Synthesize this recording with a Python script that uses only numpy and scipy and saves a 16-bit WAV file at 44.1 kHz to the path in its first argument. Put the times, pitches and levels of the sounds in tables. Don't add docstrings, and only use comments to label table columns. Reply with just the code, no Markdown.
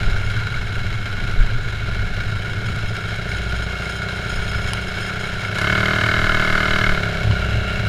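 import sys
import numpy as np
from scipy import signal
from scipy.fft import rfft, irfft
from scipy.io import wavfile
from scipy.ndimage import uniform_filter1d

SR = 44100
rng = np.random.default_rng(int(sys.argv[2]) if len(sys.argv) > 2 else 0)


def voltage_ratio(decibels):
    exponent = np.asarray(decibels, float) / 20
    return 10 ** exponent


def dump(signal):
    limited = np.clip(np.atleast_2d(signal).T, -1, 1)
    pcm = np.round(limited * 32767).astype(np.int16)
    wavfile.write(sys.argv[1], SR, pcm)


N = 347508

# [t/s, level/dB]
WIND_FACING = [
    (0, 1.5),
    (2.85, 1),
    (3, -5),
    (4.1, -12),
    (4.6, -1),
    (5.2, -9),
    (5.9, -6),
    (6.2, -4.5),
    (7.2, -3),
    (7.88, -0.5),
]
# [t/s, extra buffeting level/dB, extra boom level/dB]
GUSTS = [(.08, 8, 5), (.39, 2, 2.5), (.86, 7, 1), (1.25, 6, 4.5), (1.41, 14.5, 2), (1.55, 6, 2.5),
         (2.06, 7, 0), (2.42, 1, 1.5), (2.55, -3, 3.5), (2.7, -3, 5), (2.86, 5, 1), (4.39, 8, -1.5),
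         (4.61, 1, 2), (5.36, 7, 3.5), (5.51, -1, 2), (5.71, 0, 7.5), (6.01, 10, 4.5), (6.21, 13.5, 5.5),
         (6.36, 10, 0), (6.54, 12, -10), (6.74, 15, 2), (6.93, 17, 1), (7.3, 5, 10.5), (7.55, 4.5, 7),
         (7.86, 0, 6)]
# [t/s, dull level/dB, bright level/dB, decay/ms]
GRIT = [(.375, -35, -44, 2), (0.928, -33, -52, 3.5), (1.389, -43, -52, 3), (1.455, -34, -52, 3),
        (4.342, -27, -50, 1.5), (4.423, -36, -49, 1.5), (4.553, -35, -50, 1.5), (4.734, -16, -16.5, 1.2),
        (4.847, -34, -48, 1.5), (5.065, -30, -38, 3), (5.27, -40, -43, 3), (3.09, -42, -43, 4),
        (3.16, -40, -42, 4), (2.76, -42, -40, 4), (2.36, -36, -45, 4), (3.63, -42, -44, 4),
        (5.553, -30, -37, 11), (5.584, -25, -31, 8.8), (5.614, -26, -33, 7.8), (7.311, -24, -50, 2.6),
        (7.336, -29, -51, 5), (7.398, -32, -46, 4.7)]
# [t/s, f/Hz, level/dB, decay/ms]
KNOCKS = [
    (4.733, 1800, -18, .8),
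    (4.734, 2950, -11, 1.2),
    (4.734, 3750, -22, 1),
    (7.311, 665, -24, 3),
    (7.311, 1030, -20, 2.2),
    (7.312, 3000, -26, 3.6),
]
# [t/s, extra level/dB, length/s]
LEANS = [
    (0.1, 18, 0.31),
    (0.623, 17, .12),
    (1.803, 16, 0.27),
    (2.208, 14, 0.26),
    (2.82, 13, 0.063),
    (3.548, 19.5, .45),
    (4.55, 17, 0.44),
    (6.08, 8, .1),
    (6.72, 11, 0.14),
    (7.5, 24, .4),
]
# [t/s, level/dB]
CLUTCH_SLIP = [
    (0, -47.5),
    (2, -55),
    (2.6, -47.5),
    (4.5, -40),
    (5.4, -42.5),
    (5.8, -56),
    (7.88, -55),
]
# [t/s, firing rate f/Hz, silencer level/dB]
ENGINE = [(0, 30.3, -29.5), (.46, 29.17, -36.5), (.6, 27.32, -36.5), (1.25, 27.49, -35.5),
          (1.7, 26.3, -39.5), (2., 27.31, -32.5), (2.6, 27.38, -35.5), (3.01, 28.29, -31.5),
          (3.47, 29.28, -30.5), (4.4, 30.61, -29.5), (5.2, 31.17, -30), (5.48, 30.56, -31),
          (5.71, 37.32, -24.5), (5.82, 38.46, -23.5), (6.05, 39.07, -25.5), (6.82, 38.24, -25),
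          (7.07, 33.94, -25), (7.4, 32.01, -27)]

# [f/Hz, level/dB]
CHUFF = [(397, 190, 18), (635, 43, 1)]
CHUFF_SLOPE = [(60, -17), (170, -38), (240, -16), (750, -44), (950, 3.5), (2000, -63)]
FRAME = [(1428, 157, 3.5), (1617, 268, -4.5), (2201, 153, -1), (2790, 61, -14.5), (3150, 530, -17),
         (3953, 350, -12), (5150, 176, -28.5), (10000, 280, -31)]
FRAME_SLOPE = [(200, -15), (700, -11.5), (1000, -13.5), (2500, -12.5), (4500, -19.5), (7500, -25.5),
               (10500, -34.5), (15500, -38)]
DRUM = [(3220, 200, 4), (5170, 110, 4), (6750, 300, -4), (9100, 1100, -11), (12000, 900, -25),
        (14200, 400, -33)]
DRUM_SLOPE = [(2000, -50), (4500, -18), (7700, -26), (11000, -34), (15500, -48)]
TAILPIPE = [(620, 110, 0)]
TAILPIPE_SLOPE = [(200, -40), (1500, -40)]
CRACK = [(297, 90, -1.5), (650, 120, -7.5), (1040, 45, -5.5), (1248, 115, -3), (1385, 83, 2), (1500, 59, 7),
         (1694, 110, -1), (2113, 120, 3.5), (3100, 590, -12), (3827, 80, -9)]
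CRACK_SLOPE = [(150, -78), (850, -14.5), (1300, -13), (2500, -21), (4500, -28), (9000, -60)]
BARK = [(1470, 310, -1), (1680, 130, -6), (2202, 110, -1), (2980, 280, -14), (3950, 340, -19)]
BARK_SLOPE = [(200, -82), (1000, -15), (1300, -16.5), (2600, -16.5), (4500, -26), (7000, -33), (11700, -43),
              (15500, -57)]
SILENCER = [(72, 200, -8.5), (110.6, 135, -1), (169.8, 16.4, 1), (188.5, 18, 1.5), (405, 81, -4),
            (535, 42, -19), (620, 113, -8), (719.4, 43, -6)]
SILENCER_SLOPE = [(20, -22), (200, -22), (260, -27), (760, -27), (820, -33), (1100, -32), (1500, -40),
                  (3000, -70)]
# [f/Hz, level/dB]
HISS_SLOPE = [(2000, -12.5), (4300, 0), (5800, -7), (7500, -9.5), (11800, -18), (15500, -20)]
# [f/Hz, width/Hz, share removed/0-1]
CASE_DIPS = [(6050, 310, 0.46), (8180, 2700, 0.46), (10400, 1700, 0.32), (13200, 1300, 0.6),
             (14900, 2000, 0.8)]

OPENS_S, OPENING_S, SHUTS_S, SHUTTING_S = 5.42, 0.21, 6.874, 0.49
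IDLE_HZ = 27
FIRING_AT_S = 6.1645


def unit(x):
    return x / np.sqrt(np.mean(x ** 2))


def noise():
    return rng.standard_normal(N)


def track(table):
    s, *columns = np.transpose(table)
    return [np.interp(np.arange(N) / SR, s, c) for c in columns]


def body(x, modes, slope, echo_ms=1., echo=0.):
    size = 2 ** 13
    hz = np.arange(size // 2 + 1) * SR / size + 1e-3
    slope_hz, slope_db = np.transpose(slope)
    gain = voltage_ratio(np.interp(np.log(hz), np.log(slope_hz), slope_db))
    for centre, width, db in modes:
        gain = gain + voltage_ratio(db) / (1 + ((hz - centre) / width) ** 2 * 2) ** 2
    cepstrum = irfft(np.log(gain))
    cepstrum[1:size // 2] *= 2
    cepstrum[size // 2 + 1:] = 0
    lag = np.exp(-2j * np.pi * hz * echo_ms / 1000)
    all_pass = (lag - echo) / (1 - echo * lag)
    response = irfft(np.exp(rfft(cepstrum)) * all_pass)
    return unit(signal.oaconvolve(x, response)[:N])


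def band(x, lo_hz, hi_hz):
    return unit(signal.sosfilt(signal.butter(2, [lo_hz, hi_hz], "band", fs=SR, output="sos"), x))


def walk(rate):
    k = int(SR / rate)
    held = np.repeat(rng.standard_normal(N // k + 1), k)
    return unit(uniform_filter1d(uniform_filter1d(held, k), k)[:N])


def steady(x):
    return x / np.sqrt(uniform_filter1d(x ** 2, SR // 3))


def swells(s, db, length_s):
    t = np.arange(0, N, 64)[:, None] / SR
    lift_db = np.sum(db * np.exp(-((t - s) / length_s) ** 2), axis=1)
    return np.repeat(lift_db, 64)[:N]


def puffs(cycles, at, length, scatter_db, wander):
    chance = rng.standard_normal((400, 2))
    turn = np.floor(cycles - at).astype(int)
    late = wander * np.abs(chance[turn, 0])
    since = np.maximum(cycles - at - turn - late, 0) / length
    return voltage_ratio(scatter_db * chance[turn, 1]) * since * np.exp(1 - since)


def throttle():
    t = np.arange(N) / SR
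    opening = (t - OPENS_S) / OPENING_S
    shutting = 1 - (t - SHUTS_S) / SHUTTING_S
    return np.clip(np.minimum(opening, shutting), 0, 1)


def wind():
    s, lift_db, ring_db = np.transpose(GUSTS)
    gust_s = 0.066
    facing_db = track(WIND_FACING)[0]
    buffet_db = -27.5 + facing_db + swells(s, lift_db, gust_s) + 2.5 * walk(3.9)
    boom_db = -26.5 + 0.53 * facing_db + swells(s, ring_db, gust_s)
    buffet = band(band(noise(), 4.4, 25.2), 5.4, 57.0)
    note_hz = 105. + 3. * walk(30)
    boom = unit(voltage_ratio(0.97 * walk(18)) * np.sin(2 * np.pi * np.cumsum(note_hz) / SR))
    gust = steady(band(noise(), 88.7, 118.3))
    rumble = band(noise(), 49.0, 139.6)
    cavity = voltage_ratio(-4) * boom + voltage_ratio(-4.5) * gust + voltage_ratio(-7.5) * rumble
    return voltage_ratio(buffet_db) * buffet + voltage_ratio(boom_db) * cavity


def grit():
    dull, bright = np.zeros(N), np.zeros(N)
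    ms = np.arange(1200) / SR * 1000
    for s, dull_db, bright_db, decay_ms in GRIT:
        i = int(s * SR)
        decay = np.exp(-ms / decay_ms)
        dull[i:i + len(ms)] += voltage_ratio(dull_db + 7.5) * decay
        bright[i:i + len(ms)] += voltage_ratio(bright_db + 5.5) * decay
    out = np.zeros(N)
    for shape, edges_hz in ((dull, [750., 4800.]), (bright, [6000., 10800.])):
        sos = signal.butter(3, edges_hz, "band", fs=SR, output="sos")
        out += signal.sosfilt(sos, shape * noise())
    return out


def knocks():
    out, ms = np.zeros(N), np.arange(1200) / SR * 1000
    for s, hz, db, decay_ms in KNOCKS:
        i = int(s * SR)
        ring = np.sin(2 * np.pi * hz * ms / 1000)
        out[i:i + len(ms)] += voltage_ratio(db) * np.exp(-ms / decay_ms) * ring
    return out


def chuff(cycles, revs):
    throb = (.5 + puffs(cycles, 0., 0.48, 2.0, 0.035)) * voltage_ratio(2. 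* walk(12))
    return voltage_ratio(-45.5 - .3 * revs) * body(throb * noise(), CHUFF, CHUFF_SLOPE)


def seat_shake(cycles):
    shake_db = -45.5 + swells(*np.transpose(LEANS)) + 1.5 + 1.5 * walk(10)
    return voltage_ratio(shake_db) * np.sin(4 * np.pi * cycles)


def chain_slaps(cycles):
    first = puffs(cycles, 0.59, 0.076, 3.2, 0.082)
    second = 0.6 * puffs(cycles, 0.098, 0.16, 2.3, 0.12)
    slack = 0.67 * (1 - throttle()) * puffs(cycles, 0.85, 0.097, 0.67, 0.064)
    return first + second + slack


def chain_guard(slaps, revs):
    slack_db = 9 * (np.arange(N) / SR > SHUTS_S + SHUTTING_S)
    guard_db = np.minimum(-55 + 2.4 * revs, -47) + slack_db
    return voltage_ratio(guard_db) * band((1.4 + slaps) * noise(), 2667.0, 2860.0)


def clutch_drum(cycles, slaps):
    jolts = puffs(cycles / 2 + 1, 0.4, 0.093, 1.2, 0.076)
    rub = steady((1.0 + .5 * slaps + 1.9 * jolts) * voltage_ratio(3.0 * walk(11)))
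    return voltage_ratio(track(CLUTCH_SLIP)[0]) * body(rub * noise(), DRUM, DRUM_SLOPE)


def frame(slaps, revs):
    rattle_db = np.minimum(-30 + 0.57 * revs, -25.5) - 4 * throttle() ** 2
    grind = 0.7 - 0.13 * throttle()
    rattle = steady((grind + slaps) * voltage_ratio(0.64 * walk(14)))
    return voltage_ratio(rattle_db) * body(rattle * noise(), FRAME, FRAME_SLOPE)


def tailpipe(pulses):
    cooling_s = np.maximum(np.arange(N) / SR - SHUTS_S - SHUTTING_S, 0)
    heat = np.maximum.accumulate(throttle()) * voltage_ratio(-43 - 3 * cooling_s)
    return -heat * body(pulses, TAILPIPE, TAILPIPE_SLOPE, echo_ms=4.5, echo=.68)


def intake(cycles):
    return band(puffs(cycles, .5, .075, 3., .03) * noise(), 1350., 1700.)


def bark(cycles, pulses):
    shut_db, open_db = -44, -21.5
    rush = .035 + puffs(cycles, .0, .055, 1.8, .01)
    gas = body(rush * noise(), BARK, BARK_SLOPE)
    crack = throttle() * body(pulses, CRACK, CRACK_SLOPE, echo_ms=2.3, echo=.78)
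    hiss = body((3.3 + rush) * noise(), [], HISS_SLOPE)
    mix = voltage_ratio(-2.5) * gas + voltage_ratio(-1) * crack + voltage_ratio(-8) * intake(cycles) + voltage_ratio(-15.0) * hiss
    load = voltage_ratio(shut_db + (open_db - shut_db) * throttle())
    return mix * load * (throttle() > 0)


def firings(cycles, lope_db):
    turn = np.floor(cycles).astype(int)
    uneven = .85 * (-1.) ** turn + .35 * rng.standard_normal(400)[turn]
    return unit(np.diff(turn, prepend=turn[0]) * voltage_ratio(lope_db * uneven))


def exhaust(pulses, note_db):
    return body(pulses, SILENCER, SILENCER_SLOPE, echo_ms=4.5, echo=.68) * voltage_ratio(note_db)


def scene():
    hz, note_db = track(ENGINE)
    revs = hz - IDLE_HZ
    lope_db = np.maximum(4.2 - .9 * revs, .5)
    cycles = np.cumsum(hz * (1 + .004 * lope_db * walk(12))) / SR
    cycles = cycles + 2 - (cycles[int(FIRING_AT_S * SR)] % 1)
    pulses = firings(cycles, lope_db)
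    slaps = chain_slaps(cycles)
    case = wind() + grit() + knocks()
    kart = chuff(cycles, revs) + seat_shake(cycles)
    drive = chain_guard(slaps, revs) + clutch_drum(cycles, slaps) + frame(slaps, revs)
    engine = tailpipe(pulses) + bark(cycles, pulses) + exhaust(pulses, note_db)
    return (case + kart + drive + engine)[None]


def band_limit(x):
    return signal.sosfilt(signal.butter(12, 15270, fs=SR, output="sos"), x)


def record(dry):
    for hz, width, share in CASE_DIPS:
        peak = signal.lfilter(*signal.iirpeak(hz, hz / width, fs=SR), dry)
        dry = dry - share * peak
    dry = signal.sosfilt(signal.butter(1, 3, "high", fs=SR, output="sos"), dry)
    mix = signal.sosfilt(signal.ellip(8, .2, 70, 15250, fs=SR, output="sos"), dry)
    return band_limit(mix)


dry = scene()
out = record(dry)
dump(out)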